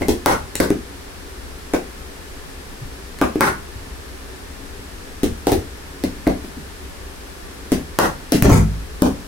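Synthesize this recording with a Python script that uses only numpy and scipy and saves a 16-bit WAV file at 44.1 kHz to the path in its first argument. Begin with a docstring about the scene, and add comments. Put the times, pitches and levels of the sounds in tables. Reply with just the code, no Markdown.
"""A hard ball clacks on the floor of a small tiled room, then cracks off a child's wooden cricket bat.
Each impact excites damped modes of ball or blade, followed by echoes and reverberation. Bare feet thud
about, and near the end the ball strikes a large panel, such as a door, which booms and rattles.
A fan rushes steadily; a limiter squashes the loud blows, so that the room swells up behind them."""
import sys
import numpy as np
from scipy import signal
from scipy.fft import rfft, irfft, next_fast_len
from scipy.io import wavfile

SR = 44100
rng = np.random.default_rng(int(sys.argv[2]) if len(sys.argv) > 2 else 0)


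def digitize_waveform(pressure):
    """Quantize a signal to 16-bit integers and store it at the path in sys.argv[1].

    Rows of a 2-D input are taken as channels; values are limited to [-1, 1].
    """
    field = np.atleast_2d(pressure).T
    bounded = np.clip(field, -1, 1)
    quanta = np.round(bounded * 32767).astype(np.int16)
    wavfile.write(sys.argv[1], SR, quanta)


N = 408807
AGE = np.arange(SR) / SR   # seconds since a blow

# Modes of the ball's clack. Each row: frequency in Hz, relative level in dB, t60 in seconds.
BALL_MODES = [(499, -1, 0.02), (603, 5, 0.014), (783, 0, 0.013), (1050, 5.5, 0.0084), (1274, -15, 0.022),
              (1480, 7, 0.0073), (2280, 9.5, 0.0027), (2970, 7, 0.0026)]
# The snap of hard surfaces meeting. Each row: frequency in Hz, relative spectral density in dB.
SNAP_SPECTRUM = [(400, 19), (1200, 3.5), (2500, 5.5), (3300, 4), (4800, 4.5), (6200, 6), (7200, -1.5),
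                 (9000, -0.5), (12000, -4), (16000, -5.5)]


def from_db(db):
    """Amplitude ratio for a level in decibels."""
    return 10 ** (np.asarray(db) / 20)


def at_hz(points, hz):
    """Interpolation of a table along a logarithmic frequency axis."""
    points = np.array(points)
    return np.interp(np.log(np.maximum(hz, 1)), np.log(points[:, 0]), points[:, 1])


def colour(x, points):
    """Zero-phase filtering by a smooth gain curve in dB."""
    size = next_fast_len(x.shape[-1] + SR // 10)
    hz = np.arange(size // 2 + 1) * SR / size
    return irfft(rfft(x, size) * from_db(at_hz(points, hz)), size)[..., :x.shape[-1]]


def unit_blow(x):
    """Energy normalisation: a transient gets the energy of 5 ms at rms 1."""
    return x * np.sqrt(.005 * SR / np.sum(x ** 2))


def ring(hz, t60):
    """Free vibration of a damped mode, falling 60 dB in t60 seconds."""
    return np.sin(2 * np.pi * hz * AGE) * from_db(-60 * AGE / t60)


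def click(spectrum, length_s):
    """A noise transient: the phase of a short burst scatters a smooth spectrum in time."""
    burst = rng.standard_normal(SR) * from_db(-60 * AGE / length_s)
    phase = np.angle(rfft(burst))
    magnitude = from_db(at_hz(spectrum, np.arange(len(phase))))
    sound = irfft(magnitude * np.exp(1j * phase), SR)
    return unit_blow(sound * np.exp(-(AGE / length_s) ** 2))


def later(sound, s):
    """Propagation delay of s seconds."""
    return np.interp(AGE - s, AGE, sound, left=0)


def add(out, s, sound):
    """Superposition: a sound joins the mix at s seconds."""
    start = round(s * SR)
    out[:, start:start + sound.shape[-1]] += sound[..., :N - start]


def diffuse_bands(size):
    """A diffuse field in half-octave noise bands: two spaced microphones agree only on long waves."""
    # Each row: frequency in Hz, correlation between left and right.
    coherence = [(30, 0.28), (70, 1), (200, 0.85), (350, 0.8), (600, -0.3), (1000, 0.05), (2000, -0.1),
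                 (16000, 0.11)]
    hz = np.arange(size // 2 + 1) * SR / size
    alike = np.clip(at_hz(coherence, hz), -1, 1)
    mid, side = rfft(rng.standard_normal((2, size)))
    pair = (np.sqrt(1 + alike) * mid + np.sqrt(1 - alike) * side * [[1], [-1]]) / np.sqrt(2)
    edges = 16 * 2 ** np.arange(0, 11, .5)
    for low, high in zip(edges, edges[1:]):
        yield np.sqrt(low * high), irfft(pair * ((hz >= low) & (hz < high)), size)


def reverberation(build_s=0.006, first_s=0.00059):
    """The room's impulse response: reflections build quickly, then decay exponentially in each band."""
    # Each row: frequency in Hz, reverberation time in seconds.
    decay_times = [(60, 0.4), (150, 0.41), (300, 0.26), (700, 0.26), (1500, 0.27), (4000, 0.23),
                   (9000, 0.27), (16000, 0.21)]
    # Each row: frequency in Hz, relative starting level of the reverberation in dB.
    levels = [(100, -1), (300, -2), (500, -1), (1400, 1.5), (2400, 4.5), (6000, 1.5), (14000, -4.5)]
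    tail = sum(band * from_db(at_hz(levels, hz) - 60 * AGE / at_hz(decay_times, hz))
               for hz, band in diffuse_bands(SR))
    tail = tail * np.clip((AGE - first_s) / build_s, 0, 1)
    return tail / np.sqrt(np.sum(tail ** 2) / 2)


def in_room(sound, room_db, right_lag_s=0, ceiling_s=0.0103, wall_s=0.007, wall_cut_hz=1500):
    """Multipath propagation: direct sound, a dull wall echo, a crisp ceiling echo and reverberation."""
    direct = np.array([later(sound, max(-right_lag_s, 0)), later(sound, max(right_lag_s, 0))])
    wall = signal.sosfilt(signal.butter(2, wall_cut_hz, fs=SR, output="sos"), later(sound, wall_s))
    echoes = from_db(-6.5) * wall + from_db(-11.5) * later(sound, ceiling_s)
    tail = signal.fftconvolve(sound[None], reverberation(), axes=1)[:, :SR]
    return direct + from_db(room_db) * (echoes + tail)


def standing_waves(sound):
    """Resonance between the walls gives a hollow ring, the same at both microphones."""
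    # Each row: frequency in Hz, relative level in dB, bandwidth in Hz.
    room_modes = [(185.3, -2.5, 7.5), (255.1, -4.5, 9.2), (287.6, -11, 4.7)]
    return 10 * sum(from_db(db) * signal.lfilter(*signal.iirpeak(hz, hz / width, fs=SR), sound)
                    for hz, db, width in room_modes)


def waver(turn_s=0.3):
    """Slow random modulation: straight glides between values of spread 1."""
    turns = rng.standard_normal(SR)
    return np.interp(np.arange(N) / SR / turn_s, np.arange(SR), turns)


def fan(rush_db=-36, waver_db=1):
    """Broadband noise of moving air, with a few broad resonances that swell and sink."""
    # Each row: frequency in Hz, relative spectral density in dB.
    rush_spectrum = [(20, 0), (45, -2), (65, 2), (82, -4), (110, -17), (160, -12.5), (330, -16), (430, -13),
                     (600, -17), (1550, -19.5), (3000, -24), (5200, -25), (12000, -39.5), (16000, -49)]
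    # Each row: frequency in Hz, bandwidth in Hz, mean rms level in dB.
    resonances = [(276.8, 14, -53.5), (380, 44, -53.5), (1740, 76, -60)]
    white = sum(band for _, band in diffuse_bands(next_fast_len(N)))[:, :N]
    rush = colour(white, rush_spectrum)
    out = from_db(rush_db) * rush / rush.std()
    for hz, width, db in resonances:
        hum = signal.lfilter(*signal.iirpeak(hz, hz / width, fs=SR), white)
        out += from_db(db - waver_db * waver()) * hum / hum.std()
    return out


def feet(t60=0.072, swell_s=0.0032):
    """Soft impact: a bare heel loads the floor slowly and excites only a low bump."""
    # Each row: start in seconds, level in dB, frequency in Hz.
    steps = [(0.409, -18.5, 71.5), (0.556, -24.5, 45), (2.815, -22, 128), (2.851, -17, 54.5),
             (3.758, -21, 85), (4.79, -24, 79), (5.321, -13.5, 56), (5.521, -6, 79)]
    out = np.zeros((2, N))
    for s, db, hz in steps:
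        bump = from_db(db) * ring(hz, t60) * (1 - np.exp(-AGE / swell_s))
        add(out, s, in_room(bump, room_db=-5))
    return out


def rattle(contacts_per_s=900, spread_db=3, t60=0.044, contact_s=0.006):
    """Contact chatter: the panel hits its frame in a dying run of random impulses."""
    # The panel's crowded upper modes. Each row: frequency in Hz, relative spectral density in dB.
    clatter_spectrum = [(80, -12), (250, 14.5), (450, -3), (780, 1), (1100, -15), (2200, -18), (3200, -30),
                        (6200, -19.5), (9000, -48), (16000, -36)]
    sizes = from_db(spread_db * rng.standard_normal(SR) - 60 * AGE / t60)
    signs = rng.choice([-1, 1], SR)
    contacts = sizes * signs * (rng.random(SR) < contacts_per_s / SR)
    return unit_blow(signal.fftconvolve(contacts, click(clatter_spectrum, contact_s))[:SR])


def panel(swell_s=0.0022):
    """Plate vibration: the struck panel booms in its low modes and shakes in its frame."""
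    # Each row: start in seconds, boom level in dB, clatter level in dB.
    slams = [(8.445, 1, -3), (8.461, 9, -11), (8.490, 5, -5), (8.517, 10.5, -8)]
    # Each row: frequency in Hz, relative level in dB, t60 in seconds.
    plate_modes = [(55.6, -2.5, 0.9), (67.5, 9, 0.17), (85, 9, 0.15), (100.7, 6, 0.41), (125.5, -1.5, 0.37),
                   (159, 0.5, 0.48), (209.3, 5.5, 0.26), (252.3, 2, 0.26)]
    out = np.zeros((2, N))
    for s, boom_db, clatter_db in slams:
        boom = sum(-from_db(db + rng.normal()) * ring(hz, t60) for hz, db, t60 in plate_modes)
        boom = boom / np.abs(boom).max() * (1 - np.exp(-AGE / swell_s))
        add(out, s, in_room(from_db(boom_db) * boom, room_db=-10))
        add(out, s, in_room(from_db(clatter_db) * rattle(), room_db=8))
    return out


def ticks(snap_s=0.0088):
    """Glancing contact carries too little momentum to thump: only a snap and a short high ring."""
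    # Each row: start in seconds, level in dB, tilt in dB per octave, snap in dB above the ring.
    touches = [(0.0201, -26.5, -34, -27), (0.554, -29.5, -4, -5.5), (0.555, -22, 6, -3),
               (0.602, -24.5, -16, 3), (0.7035, -35.5, -2, 7.5), (3.188, -40, -5, 1),
               (6.0382, -33.5, -11, 5.5), (6.268, -26.5, -30, -22), (6.2745, -29, -9, 4),
               (8.4241, -8, 0, 4)]
    # Each row: frequency in Hz, relative level in dB before the tilt, t60 in seconds.
    tick_modes = [(2084, -4.5, 0.014), (4320, 10, 0.0049), (7500, 16.5, 0.0013)]
    out = np.zeros((2, N))
    for s, db, tilt, snap_db in touches:
        ping = sum(from_db(mode_db + tilt * np.log2(hz)) * ring(hz, t60)
                   for hz, mode_db, t60 in tick_modes)
        tick = unit_blow(ping) + from_db(snap_db) * click(SNAP_SPECTRUM, snap_s)
        add(out, s, in_room(from_db(db) * tick, room_db=-3))
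    return out


def impact(modes, tilt, thump_hz, thud_db, thump_db, clack_db, snap_db, swell_s=0.0016):
    """Impulsive excitation: a deep thud, the ball's hollow thump, a modal clack and a surface snap."""
    pressing = 1 - np.exp(-AGE / swell_s)   # the ball gives a little as it lands
    thud = unit_blow(-ring(hz=85, t60=0.038) * pressing)
    thump = unit_blow(-ring(thump_hz, t60=0.016) * pressing)
    clack = 0
    for k, (hz, db, t60) in enumerate(modes):
        # harder contact tilts the spectrum upward; no two blows land on quite the same spot
        strength = from_db(db + tilt * np.log2(hz) + rng.normal())
        clack = clack + (-1) ** k * strength * ring(hz, t60) * pressing
    snap = click(SNAP_SPECTRUM, length_s=0.0086)
    return (from_db(thud_db) * thud + from_db(thump_db) * thump
            + from_db(clack_db) * unit_blow(clack) + from_db(snap_db) * snap)


def stops(snap_growth=1.06):
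    """Inelastic collision: a ball stopped dead gives mostly its hollow thump."""
    # Each row: start in seconds, thump level in dB, thump frequency in Hz.
    dead_stops = [(0.705, -7, 318), (3.357, -12, 334), (8.347, -8, 245), (8.424, 9.5, 163)]
    out = np.zeros((2, N))
    for s, db, hz in dead_stops:
        sound = impact(BALL_MODES, tilt=0.71, thump_hz=hz, thud_db=db - 26, thump_db=db,
                       clack_db=db - 22, snap_db=snap_growth * db - 25)
        add(out, s, in_room(sound, room_db=-2))
    return out


def bounces(spot_t60=0.027, swell_s=0.0043):
    """Elastic rebound from tiles and skirting excites the ball, the struck spot and the room's modes."""
    # Each row: start in seconds, thump level in dB, thump and spot frequencies in Hz; spot, clack and
    # snap in dB above the thump; room and standing-wave gains in dB; right-channel lag in seconds.
    landings = [ (0.01, -25, 278, 573, -16, -4, -15, 11, -7, 0),
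                (0.084, -15, 304, 420, -13, -6, -6, 6, -13, 0),
                (0.601, -11.5, 342, 440, -1, -1.5, -3.5, 1.5, -0.5, -0.004),
                (1.7364, -15, 340, 505, -12, -2, -10, 2, -6, -0.0001),
                (3.214, -10.5, 294, 1203, -10, -2, -13, 3.5, -15, 0),
                (5.2331, -13.5, 292, 482, -17, -11.5, -7.5, 2, -12, 0.00006),
                (5.4695, -8.5, 328, 765, -10.5, -5, -9, 1, -12, -0.00008),
                (5.5188, -10, 346, 420, -12, -7.5, -12, 3.5, -11, 0),
                (6.0381, -22.5, 298, 546, -5, -4, -6, 1.5, 2, -0.0001),
                (6.2693, -10.5, 305, 750, -16, -5, -23, 3.5, -4, 0),
                (6.437, -38, 277, 432, -12, -13, -8, 9.5, -16, 0),
                (6.57, -34, 230, 430, -19, -27, -24, 7, -13, 0),
                (7.719, -16, 302, 470, -8.5, -8, -4.5, 3, -5, 0.0001),
                (8.321, -9, 252, 672, -4, -5, 1.5, -2, -1.5, 0.0002),
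                (9.0207, -3.5, 283, 640, -14.5, -3.5, -12, 1.5, -2.5, 0.00023)]
    out = np.zeros((2, N))
    for s, db, hz, spot_hz, spot_db, clack_db, snap_db, room_db, waves_db, right_lag_s in landings:
        tilt = 1 + 2.03 * clack_db   # dB per octave: a louder clack is also brighter
        spot = unit_blow(ring(spot_hz, spot_t60) * (1 - np.exp(-AGE / swell_s)))
        ball = impact(BALL_MODES, tilt, thump_hz=hz, thud_db=db - 13, thump_db=db,
                      clack_db=db + clack_db, snap_db=db + snap_db)
        sound = ball + from_db(db + spot_db) * spot
        add(out, s, in_room(sound, room_db, right_lag_s) + from_db(waves_db) * standing_waves(sound))
    return out


def bat():
    """Modal vibration of the wooden blade cracks out above the thump of the ball."""
    # Each row: start in seconds, clack level in dB, tilt in dB per octave.
    strokes = [(0.260, 2.5, -1.5), (3.4079, 2, 5.5), (7.9882, 1.5, -2)]
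    # Each row: frequency in Hz, relative level in dB, t60 in seconds.
    blade_modes = [(486, -6, 0.032), (554, 2.5, 0.013), (796, 1.5, 0.015), (1073, 10.5, 0.0059),
                   (1300, -3.5, 0.013), (1368, -6, 0.025), (1468, -26.5, 0.17), (1537, -7.5, 0.015),
                   (1907, -5.5, 0.0095), (2170, -16, 0.012)]
    out = np.zeros((2, N))
    for s, db, tilt in strokes:
        sound = impact(blade_modes, tilt, thump_hz=380, thud_db=db - 36, thump_db=db - 5,
                       clack_db=db, snap_db=db - 6.5)
        add(out, s, in_room(sound, room_db=0))
    return out


def scene():
    """Superposition of the ball game and the steady fan."""
    return bounces() + stops() + bat() + ticks() + panel() + feet() + fan()


def limiter(x, threshold_db=-12.5, sense_s=0.0023, release_db_per_s=240, deaf_below_hz=400):
    """Gain control: the gain drops at once as short-term power passes the threshold, then climbs back."""
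    highpass = signal.butter(1, deaf_below_hz, "high", fs=SR, output="sos")
    sensed = signal.sosfilt(highpass, x)   # booms and thumps slip past
    memory = np.exp(-1 / (sense_s * SR))
    power = signal.lfilter([1 - memory], [1, -memory], np.mean(sensed ** 2, axis=0))
    over_db = np.maximum(10 * np.log10(power + 1e-12) - threshold_db, 0)
    climb = release_db_per_s * np.arange(N) / SR
    held_db = np.maximum.accumulate(over_db + climb) - climb
    return x * from_db(-held_db)


def record(dry, cutoff_hz=15800):
    """Transduction: microphone colour, limiting, soft saturation and a steep low-pass."""
    # The left microphone's port lifts the treble. Each row: frequency in Hz, gain in dB.
    left_port = [(100, 2), (300, 1.5), (500, 1.5), (1000, 0.5), (1500, 1.5), (4500, -1), (6500, 0.5),
                 (9000, 8.5), (12000, 10.5), (16000, 12)]
    heard = np.array([colour(dry[0], left_port), dry[1]])
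    rounded = np.tanh(limiter(heard))
    return signal.sosfilt(signal.ellip(10, .1, 80, cutoff_hz, fs=SR, output="sos"), rounded)


dry = scene()
out = record(dry)
digitize_waveform(out)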